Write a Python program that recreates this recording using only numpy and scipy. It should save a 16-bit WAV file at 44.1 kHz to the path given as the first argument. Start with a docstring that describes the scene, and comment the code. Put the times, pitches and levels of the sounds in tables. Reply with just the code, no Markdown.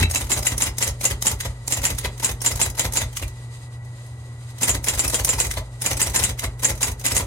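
"""First comes a thud and a clank as an electric typewriter's basket of type bars drops, over a humming
motor and a whirring belt. Then typing clacks along, with one pause. Each key trips a cam (a small rocking
lever) that swings a steel type bar up its guide. The bar slaps the paper on the roller, rings and falls
back, and the carriage steps on and jolts the desk. The case and a small room answer each clack."""
import sys
import numpy as np
from scipy import signal
from scipy.fft import rfft, irfft, next_fast_len
from scipy.io import wavfile
from scipy.ndimage import uniform_filter1d, map_coordinates

SR = 44100
rng = np.random.default_rng(int(sys.argv[2]) if len(sys.argv) > 2 else 0)


def bounce(signal):
    """Save signal as a 16-bit WAV file at the path given by the first command-line argument."""
    frames = np.transpose(np.atleast_2d(signal))
    limited = np.clip(frames, -1, 1)
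    pcm = np.round(limited * 32767).astype(np.int16)
    wavfile.write(sys.argv[1], SR, pcm)


N = 320166

# The room's echo: (frequency [Hz], fade time [s]). A fade time is how long a sound takes to drop 60 dB.
ROOM_FADE = [(200, 0.57), (2000, 0.2), (12000, 0.11)]
# How alike the two ears' sounds are: (frequency [Hz], likeness [0 to 1])
EAR_LIKENESS = [(130, 1), (290, 0.98), (640, 0.8), (1400, 0.65), (3100, 0.2), (15000, 0.17)]
# The motor's tones: (pitch [Hz], level [dB], waver [dB])
MOTOR_TONES = [(120, -36, .4), (240, -66, 2), (914, -69, 3), (1951, -57.5, 2), (1967, -60.5, 2)]
# Motor and belt noise: (frequency [Hz], level [dB])
BELT_COLOUR = [(20, -17), (45, -14), (81, -0.5), (130, -3), (170, -21), (500, -21.5), (1100, -25),
               (1700, -32), (3200, -33), (5500, -37), (8800, -32), (11000, -39.5), (16000, -56)]
# The belt's whirr: (pitch [Hz], width [Hz], level [dB])
WHIRR_PEAKS = [(1965, 70, 9), (3950, 200, 7), (4870, 150, 7), (6300, 300, 3), (7260, 150, 7),
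               (8750, 250, 5)]
# The carriage is let go, pulled and stopped: (time from the step [s], level [dB])
CARRIAGE_JOLTS = [(-.0404, -7.5), (-.0304, -3), (-.0035, -2.5)]
# The basket drops and bounces, and its steel plate clanks until it settles: (time [s], level [dB])
BASKET_BOUNCES = [(.007, -12), (0.0196, -13.5), (.039, -10.5)]
PLATE_CLANKS = [(0.024, -23), (.034, -17), (.057, -25), (.158, -20), (.319, -24), (0.466, -22)]
# Key levers tick as fingers land and lift: (time [s], level [dB])
KEY_TICKS = [(0.101, -24.5), (0.245, -30), (0.392, -22), (1.951, -33), (2.18, -34), (2.316, -25),
             (2.559, -25), (2.702, -27), (2.925, -27), (3.131, -35), (3.281, -34.5), (3.85, -47),
             (4.065, -47), (4.506, -43.5), (5.081, -21.5), (5.469, -24), (5.539, -30), (5.932, -23),
             (6.099, -26), (6.755, -33), (6.918, -28), (6.998, -31)]
# Tripped cams ping: (time [s], level [dB], pitch [Hz])
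CAM_PINGS = [(0.1118, -10.5, 8920), (0.579, -9, 9760), (0.7816, -17, 6400), (1.2206, -14, 6480),
             (1.6756, -13, 7370), (2.4063, -23, 5420), (2.4174, -12.5, 9100), (4.8437, -12, 9080),
             (5.0786, -5, 9580), (5.247, -6, 9080), (5.8194, -10, 9700), (5.9698, -13, 8950),
             (6.1894, -9, 8800), (7.1197, -12, 7760)]
# The space bar: (time [s], wait until it springs back [s], clack [dB], hollow knock [dB])
SPACE_PRESSES = [(1.409, .049, -26, -31), (1.988, .066, -22, -27), (3.172, .058, -28, -33),
                 (5.514, .066, -25, -19.5), (6.396, .048, -22, -21)]
# Type bars hit the paper: (time [s], strength [dB], ribbon lifter [dB], swing rattle [dB],
# cam trips earlier by [s], cam [dB], bar falls back after [s], fall [dB], carriage steps after [s])
BAR_STRIKES = [(0.1587, -18.5, -41, -19.5, .046, -20.5, .055, -23, .095),
               (0.3176, -16.5, -39, -20, .047, -33, .058, -19, .091),
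               (0.4692, -17.5, -45, -20.5, .040, -22, .055, -22, .089),
               (0.622, -16.5, -35, -20, .041, -15, .049, -20, .091),
               (0.8268, -17, -37, -20, .042, -14, .052, -20, .0935),
               (1.0532, -17, -41, -18.5, .040, -20, .059, -21, .094),
               (1.2685, -15.5, -35, -20.5, .044, -14.5, .050, -22, .096),
               (1.7237, -17, -44, -20.5, .044, -17, .053, -21, .0935),
               (1.8533, -15.5, -34, -18, .035, -26, .054, -21, .099),
               (2.2461, -16, -31, -21, .045, -24.5, .050, -22, .0936),
               (2.4625, -16, -39, -19.5, .043, -21, .056, -21, .097),
               (2.6152, -16, -30, -19.5, .040, -26, .047, -22, .090),
               (2.7955, -16, -39, -21.5, .044, -34, .059, -20, .094),
               (2.9722, -17.5, -35.5, -19, .036, -17, .047, -20, .096),
               (4.6323, -16.5, -46, -18.5, .047, -34, .052, -24, .098),
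               (4.6935, -17.5, -37, -17, .043, -28, .058, -22, .088),
               (4.8856, -16.5, -39, -18.5, .042, -21, .055, -23, .092),
               (4.994, -18.5, -46, -22, .045, -20, .055, -18, .094),
               (5.1445, -16.5, -37, -21, .044, -18, .054, -20.5, .093),
               (5.2915, -17, -34, -20, .043, -9, .047, -21, .094),
               (5.4019, -15.5, -30, -21.5, .036, -32, .050, -22, .094),
               (5.8625, -17.5, -40, -19.5, .043, -18.5, .054, -19, .095),
               (6.0164, -16.5, -36, -17, .044, -20, .056, -21.5, .095),
               (6.1611, -18, -40, -16, .041, -34, .040, -20, .089),
               (6.2382, -15.5, -41, -21, .043, -20, .060, -23, .097),
               (6.647, -16.5, -38, -18, .050, -31, .053, -18, .096),
               (6.8302, -16, -41, -19.5, .052, -34, .051, -20.5, .092),
               (7.0648, -17.5, -41, -17, .050, -33, .055, -19, .090),
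               (7.1661, -15.5, -42, -20, .044, -17, .042, -22, .088)]
# The tones of each part when it is hit: (pitch [Hz], level [dB], fade time [s])
DESK_TONES = [(70.1, 0.5, 0.088), (54, -17.5, 1), (93.5, -24, 0.067)]
BASKET_TONES = [(84, -3.5, 0.41), (60, -10.5, 0.3), (149, -10, 0.095), (234, -12, 0.11)]
PLATE_TONES = [(2250, -1, 0.035), (2640, 3.5, 0.045), (3930, -1.5, 0.044)]
SPACE_BAR_TONES = [(520, -2, .035), (610, -1, .032)]
LIFTER_TONES = [(912, 0, .07), (1075, -9, .05)]
SLAP_TONES = [(2790, -12, 0.0075), (5960, -6, 0.0027), (7360, -2.5, 0.0039), (10050, -2.5, 0.0027)]  # the steel letter on the paper
# Where each part rings when it is shaken: (pitch [Hz], width [Hz], level [dB])
LINK_PEAKS = [(5700, 110, -14.5), (6385, 230, 8), (8900, 300, -25), (8900, 110, -26), (11700, 440, -10),
              (12100, 290, -15)]
FRAME_PEAKS = [(2015, 90, 1), (2640, 110, 3), (3940, 100, -4), (4340, 200, -2)]
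CASE_PEAKS = [(292, 80, -11), (324, 56, -31), (504, 157, 5), (655, 220, -16.5), (878, 17, -9.5),
              (1040, 27, 7.5)]
TYPE_BAR_PEAKS = [(6640, 100, -8), (6935, 71, -4), (7222, 71, 0), (7370, 76, -4), (7700, 82, -10),
                  (8100, 55, -6), (8500, 110, -11.5), (8910, 41, -4.5), (9420, 110, -16), (10140, 140, -14)]
# The overall tone of the rattling metal: (frequency [Hz], level [dB])
METAL_COLOUR = [(88, -35), (150, -4), (494, -16.5), (905, -11), (1210, -13), (2020, -12.5), (3700, -14),
                (7180, -14), (9800, -11.5), (16000, -21.5)]

# How each kind of contact rattles: (treble [dB], middle [dB], knock [dB], rise time [s], fade time [s])
TICK, BASKET_DROP = (0, -9, -11, .007, .05), (-9, -7, -11, .01, .045)
CAM, CAM_SNAP = (-1, -10, -12, .007, .06), (-1, -11, -12, .004, .04)
BAR_FALL, BAR_SETTLE = (-1, -4, -6.5, .024, .07), (-16, -18, -11, .012, .06)
SPACE_CAM, SPACE_LINK = (-19.5, -24.5, -48, .011, .045), (-34, -33, -40, .006, .04)
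SPACE_RETURN = (-1.5, -.5, -2.5, .024, .07)
# The rattle before and after a strike: (treble [dB], middle [dB], knock [dB])
SWING_DB, AFTER_DB = [-1, -6.5, -9.5], [-4.5, -4, -8.5]


def amp(db):
    """Turns decibels into a number to multiply by."""
    return 10 ** (np.asarray(db) / 20)


def unit(x):
    """Scales a sound to an average power of one."""
    return x / np.sqrt(np.mean(x ** 2) + 1e-20)


def along(points, hz):
    """Reads between (frequency, value) points, spaced by octaves."""
    f, values = np.transpose(points)
    return np.interp(np.log(hz + 1), np.log(f + 1), values)


def wobble(rate):
    """A smooth curve through `rate` random values a second."""
    return map_coordinates(rng.standard_normal(int(N * rate / SR) + 4), [np.arange(N) * rate / SR])


def filtered(x, response):
    """Multiplies each frequency of a sound by response(frequency)."""
    size = next_fast_len(N + SR // 2)
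    return irfft(rfft(x, size) * response(np.fft.rfftfreq(size, 1 / SR)), size)[..., :N]


def resonant(peaks, f):
    """How a part with these ringing peaks answers each frequency."""
    return sum((-1) ** k * amp(db) * 1j * f * width / (hz * hz - f * f + 1j * f * width)
               for k, (hz, width, db) in enumerate(peaks))


def band(f, lo_hz, hi_hz):
    """Softly shuts out frequencies beyond two limits."""
    return 1 / np.sqrt((1 + (lo_hz / (f + 1)) ** 6) * (1 + (f / hi_hz) ** 6))


def ringing(tones, t, rise_s=None):
    """One fading sine wave per tone; rise_s softens the start."""
    hz, db, fade_s = np.transpose(tones)[:, :, None]
    onset = 1 - np.exp(-t / rise_s) if rise_s else 1
    return onset * amp(db - 60 * t / fade_s) * np.sin(2 * np.pi * hz * t)


def add(track, s, sound):
    """Mixes a sound in, starting at s seconds."""
    i = round(s * SR)
    track[..., i:i + sound.shape[-1]] += sound[..., :max(N - i, 0)]


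def rattle(patchy_db, grain_db):
    """Two noises whose tone and loudness flicker together."""
    spectra = signal.stft(rng.standard_normal((2, N)), nperseg=256)[2]
    patches = uniform_filter1d(rng.standard_normal(spectra.shape[1:]), 3, axis=0)
    patches = unit(uniform_filter1d(patches, 4, axis=1))
    pair = signal.istft(spectra * amp(patchy_db * patches), nperseg=256)[1][:, :N]
    return unit(pair * amp(grain_db * wobble(700)))


def stereo(pair, lag_s):
    """Turns a (centre, side) pair into left and right; the right arrives a little later."""
    angle = lambda hz: np.arccos(np.clip(along(EAR_LIKENESS, hz), -1, 1)) / 2
    centre, side = filtered(pair, lambda hz: [np.cos(angle(hz)), np.sin(angle(hz))])
    delay = lambda hz: np.exp(1j * np.pi * hz * lag_s * np.array([[1], [-1]]))
    return filtered(np.array([centre + side, centre - side]), delay)


def room_echo(x):
    """The small room answers a sound; low notes linger longest."""
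    hz, t, spectra = signal.stft(rng.standard_normal((2, SR // 2)), SR, nperseg=256)
    fade = amp(-60 * t / along(ROOM_FADE, hz)[:, None])
    tail = signal.istft(spectra * fade, SR, nperseg=256)[1]
    delayed = np.pad(x, ((0, 0), (300, 0)))
    return signal.fftconvolve(delayed, tail / np.linalg.norm(tail[0]), axes=1)[:, :N]


def motor():
    """The motor hums and whines over belt noise, whose treble rustles as the drive roller turns."""
    hum, t = np.zeros(N), np.arange(N) / SR
    for hz, db, waver_db in MOTOR_TONES:
        level = np.sqrt(2) * amp(db + waver_db * wobble(8.4))
        hum += level * np.sin(2 * np.pi * (hz * t + rng.random()) + .13 * waver_db * wobble(30))
    colour = lambda f: amp(along(BELT_COLOUR, f)) * np.sqrt(1 + np.abs(resonant(WHIRR_PEAKS, f)) ** 2)
    belt = unit(filtered(rng.standard_normal((2, N)), colour))
    treble = filtered(belt, lambda f: band(f, 2500, 20000))
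    rustle = treble * (amp(2 * wobble(7) + 2.4 * wobble(30)) - 1)
    return amp(-41.5) * (belt + rustle) + hum * [[1], [.3]]


def desk_thuds():
    """Each carriage step shoves the desk one way, then the other; the dropping basket thuds too."""
    out, t = np.zeros(N), np.arange(SR // 2) / SR
    steps = [s + wait for s, *_, wait in BAR_STRIKES] + [s + .09 for s, *_ in SPACE_PRESSES]
    thud = amp(-15) * ringing(DESK_TONES, t).sum(0)
    for s in steps:
        for (offset, db), direction in zip(CARRIAGE_JOLTS, (1, 1, -1)):
            add(out, s + offset, direction * amp(db + rng.normal(0, 1)) * thud)
    out = filtered(out, lambda f: band(f, 45, 146))  # rubber feet pass only the slow shaking
    for s, db in BASKET_BOUNCES:
        add(out, s, amp(db) * ringing(BASKET_TONES, t, rise_s=.00073).sum(0))
    return out


def small_parts():
    """Cams ping, the basket's plate clanks, the space bar knocks and the ribbon lifter twangs."""
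    out, t = np.zeros((2, N)), np.arange(SR // 10) / SR
    for s, db, hz in CAM_PINGS:
        tones = [(hz, 0, .035), (hz * rng.uniform(.55, .61), -8, .03),
                 (hz * rng.uniform(.92, 1.5), -8, .02)]
        add(out, s, amp(db - 3.5) * rng.choice([-.7, .7], (2, 3)) @ ringing(tones, t, rise_s=.00027))
    for s, db in PLATE_CLANKS:
        add(out, s, amp(db) * rng.choice([-1, 1], (2, 3)) @ ringing(PLATE_TONES, t, rise_s=.00044))
    knock = ringing(SPACE_BAR_TONES, t, rise_s=.0025).sum(0) * [[1], [.4]]
    for s, back_s, _, db in SPACE_PRESSES:
        add(out, s + back_s - .007, amp(db) * knock)
    twang = ringing(LIFTER_TONES, t, rise_s=.0028).sum(0) * [[1], [.4]]
    for s, _, lifter_db, *_ in BAR_STRIKES:
        add(out, s - .02, amp(lifter_db + 10) * twang)  # while the bar is still on its way
    return out


def chinks(loudness, count):
    """Small steel parts touch at random while the works move; each rings at its own pitch."""
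    out, t = np.zeros((2, N)), np.arange(SR // 30) / SR
    for when, pitch, size, turn in rng.random((count, 4)):
        hz = 1800 * 6.5 ** pitch
        body = int(hz < 5000)  # high chinks follow the links, lower ones the frame
        level = loudness[body, int(when * N)] * amp(-8 + 16 * size)
        direction = [[np.cos(2 * np.pi * turn)], [np.sin(2 * np.pi * turn)]]
        add(out, when * N / SR, level * ringing([(hz, 0, .045)], t, rise_s=.0008) * direction)
    return out


def contacts():
    """Lists the moments when moving parts meet: (time [s], level [dB], kind of contact)."""
    rows = [(s, db, TICK) for s, db in KEY_TICKS]
    rows += [(s - .008, db, BASKET_DROP) for s, db in BASKET_BOUNCES]
    for s, *_, lead_s, cam_db, back_s, fall_db, _ in BAR_STRIKES:
        treble, middle, knock, *times = CAM_SNAP if cam_db > -17.5 else CAM
        lost_db = .3 * (cam_db + 20)  # a louder cam sounds brighter
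        rows += [(s - lead_s, cam_db, (treble, middle - lost_db, knock - lost_db, *times))]
        rows += [(s + back_s, fall_db, BAR_FALL), (s + back_s + .018, fall_db, BAR_SETTLE)]
    for s, back_s, db, _ in SPACE_PRESSES:
        rows += [(s, 0, SPACE_CAM), (s + .026, 0, SPACE_LINK), (s + back_s, db, SPACE_RETURN)]
    return rows


def clatter():
    """Every contact rattles loose metal in the links (treble), frame (middle) and case (knock)."""
    power, t = np.zeros((3, N)), np.arange(SR // 4) / SR
    slide_s, swing_s = .014, .025
    slide = np.hanning(2 * round(slide_s * SR))  # a lever slides before it lands
    for s, level_db, (*share_db, rise_s, fade_s) in contacts():
        s, db = max(s, .001), level_db + np.c_[share_db]
        rise_s = min(rise_s, s)
        shape = np.minimum(t / rise_s, 1) ** 3 * amp(-120 * np.maximum(t - rise_s, 0) / fade_s)
        add(power, s - rise_s, amp(db) ** 2 * shape)
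        add(power, max(s - rise_s - slide_s, 0), amp(db - 19.5) ** 2 * slide)
    swell = np.sin(np.pi / 2 * np.minimum(t / swing_s, 1)) ** 4  # a bar scrapes ever faster up its guide
    scrape = swell * amp(-120 * np.maximum(t - swing_s, 0) / np.c_[[.045, .055, .022]])
    for s, db, _, swing_db, *_ in BAR_STRIKES:
        add(power, s - swing_s - .006, amp(swing_db + np.c_[SWING_DB]) ** 2 * scrape)
        add(power, s, amp(db + np.c_[AFTER_DB] - 60 * t / np.c_[[.17, .13, .12]]) ** 2)
    loudness = np.sqrt(power / 2)
    out = chinks(loudness, count=1600)
    bodies = [(LINK_PEAKS, 5000, 16000), (FRAME_PEAKS, 1400, 5000), (CASE_PEAKS, 170, 1400)]
    for level, (peaks, *limits_hz) in zip(loudness, bodies):
        colour = lambda f: (amp(along(METAL_COLOUR, f)) * band(f, *limits_hz)
                            * (1 + 1.3 * resonant(peaks, f)))
        out += level * unit(filtered(rattle(patchy_db=1.8, grain_db=2.8), colour))
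    return out


def type_bars():
    """A bar cracks on the paper and bounces twice; the bars chatter together, so their ring is rough."""
    cracks, chatter, t = np.zeros((2, N)), np.zeros(N), np.arange(SR // 8) / SR
    size = (2, len(SLAP_TONES))
    for s, strike_db, *_ in BAR_STRIKES:
        for delay_s, crack_db, chatter_db in [(0, 9, 20), (.004, 0, 12), (.011, -1, 13.5)]:
            at = s - .0005 + delay_s * rng.uniform(.91, 1.3)
            strengths = amp(rng.normal(0, 1.57, size)) * rng.choice([-1, 1], size)
            add(cracks, at, amp(strike_db + crack_db + 6) * strengths @ ringing(SLAP_TONES, t))
            add(chatter, at, amp(strike_db + chatter_db - 60 * t / .056))
        add(chatter, s - .016, amp(strike_db + 5) * np.hanning(round(.02 * SR)))  # a brush on the way up
    shake = chatter * rattle(patchy_db=6, grain_db=1.5) + amp(8.5) * cracks
    return cracks + filtered(shake, lambda f: resonant(TYPE_BAR_PEAKS, f))


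def scene():
    """Mixes the typing, its echo and the motor, with the desk's thuds in the centre."""
    typing = clatter() + type_bars() + small_parts()
    mix = typing + amp(-9.5) * room_echo(typing) + motor() + desk_thuds() * [[1], [0]]
    return stereo(mix, lag_s=.0001414)


def record(dry):
    """The microphone weakens the deep bass; its input rounds off peaks and cuts the highest treble."""
    x = filtered(dry, lambda hz: band(hz, 32, 30000))
    rounded = x / (1 + np.abs(x / .8) ** 4) ** .25
    return filtered(rounded, lambda hz: hz < 16100)


dry = scene()
out = record(dry)
bounce(out)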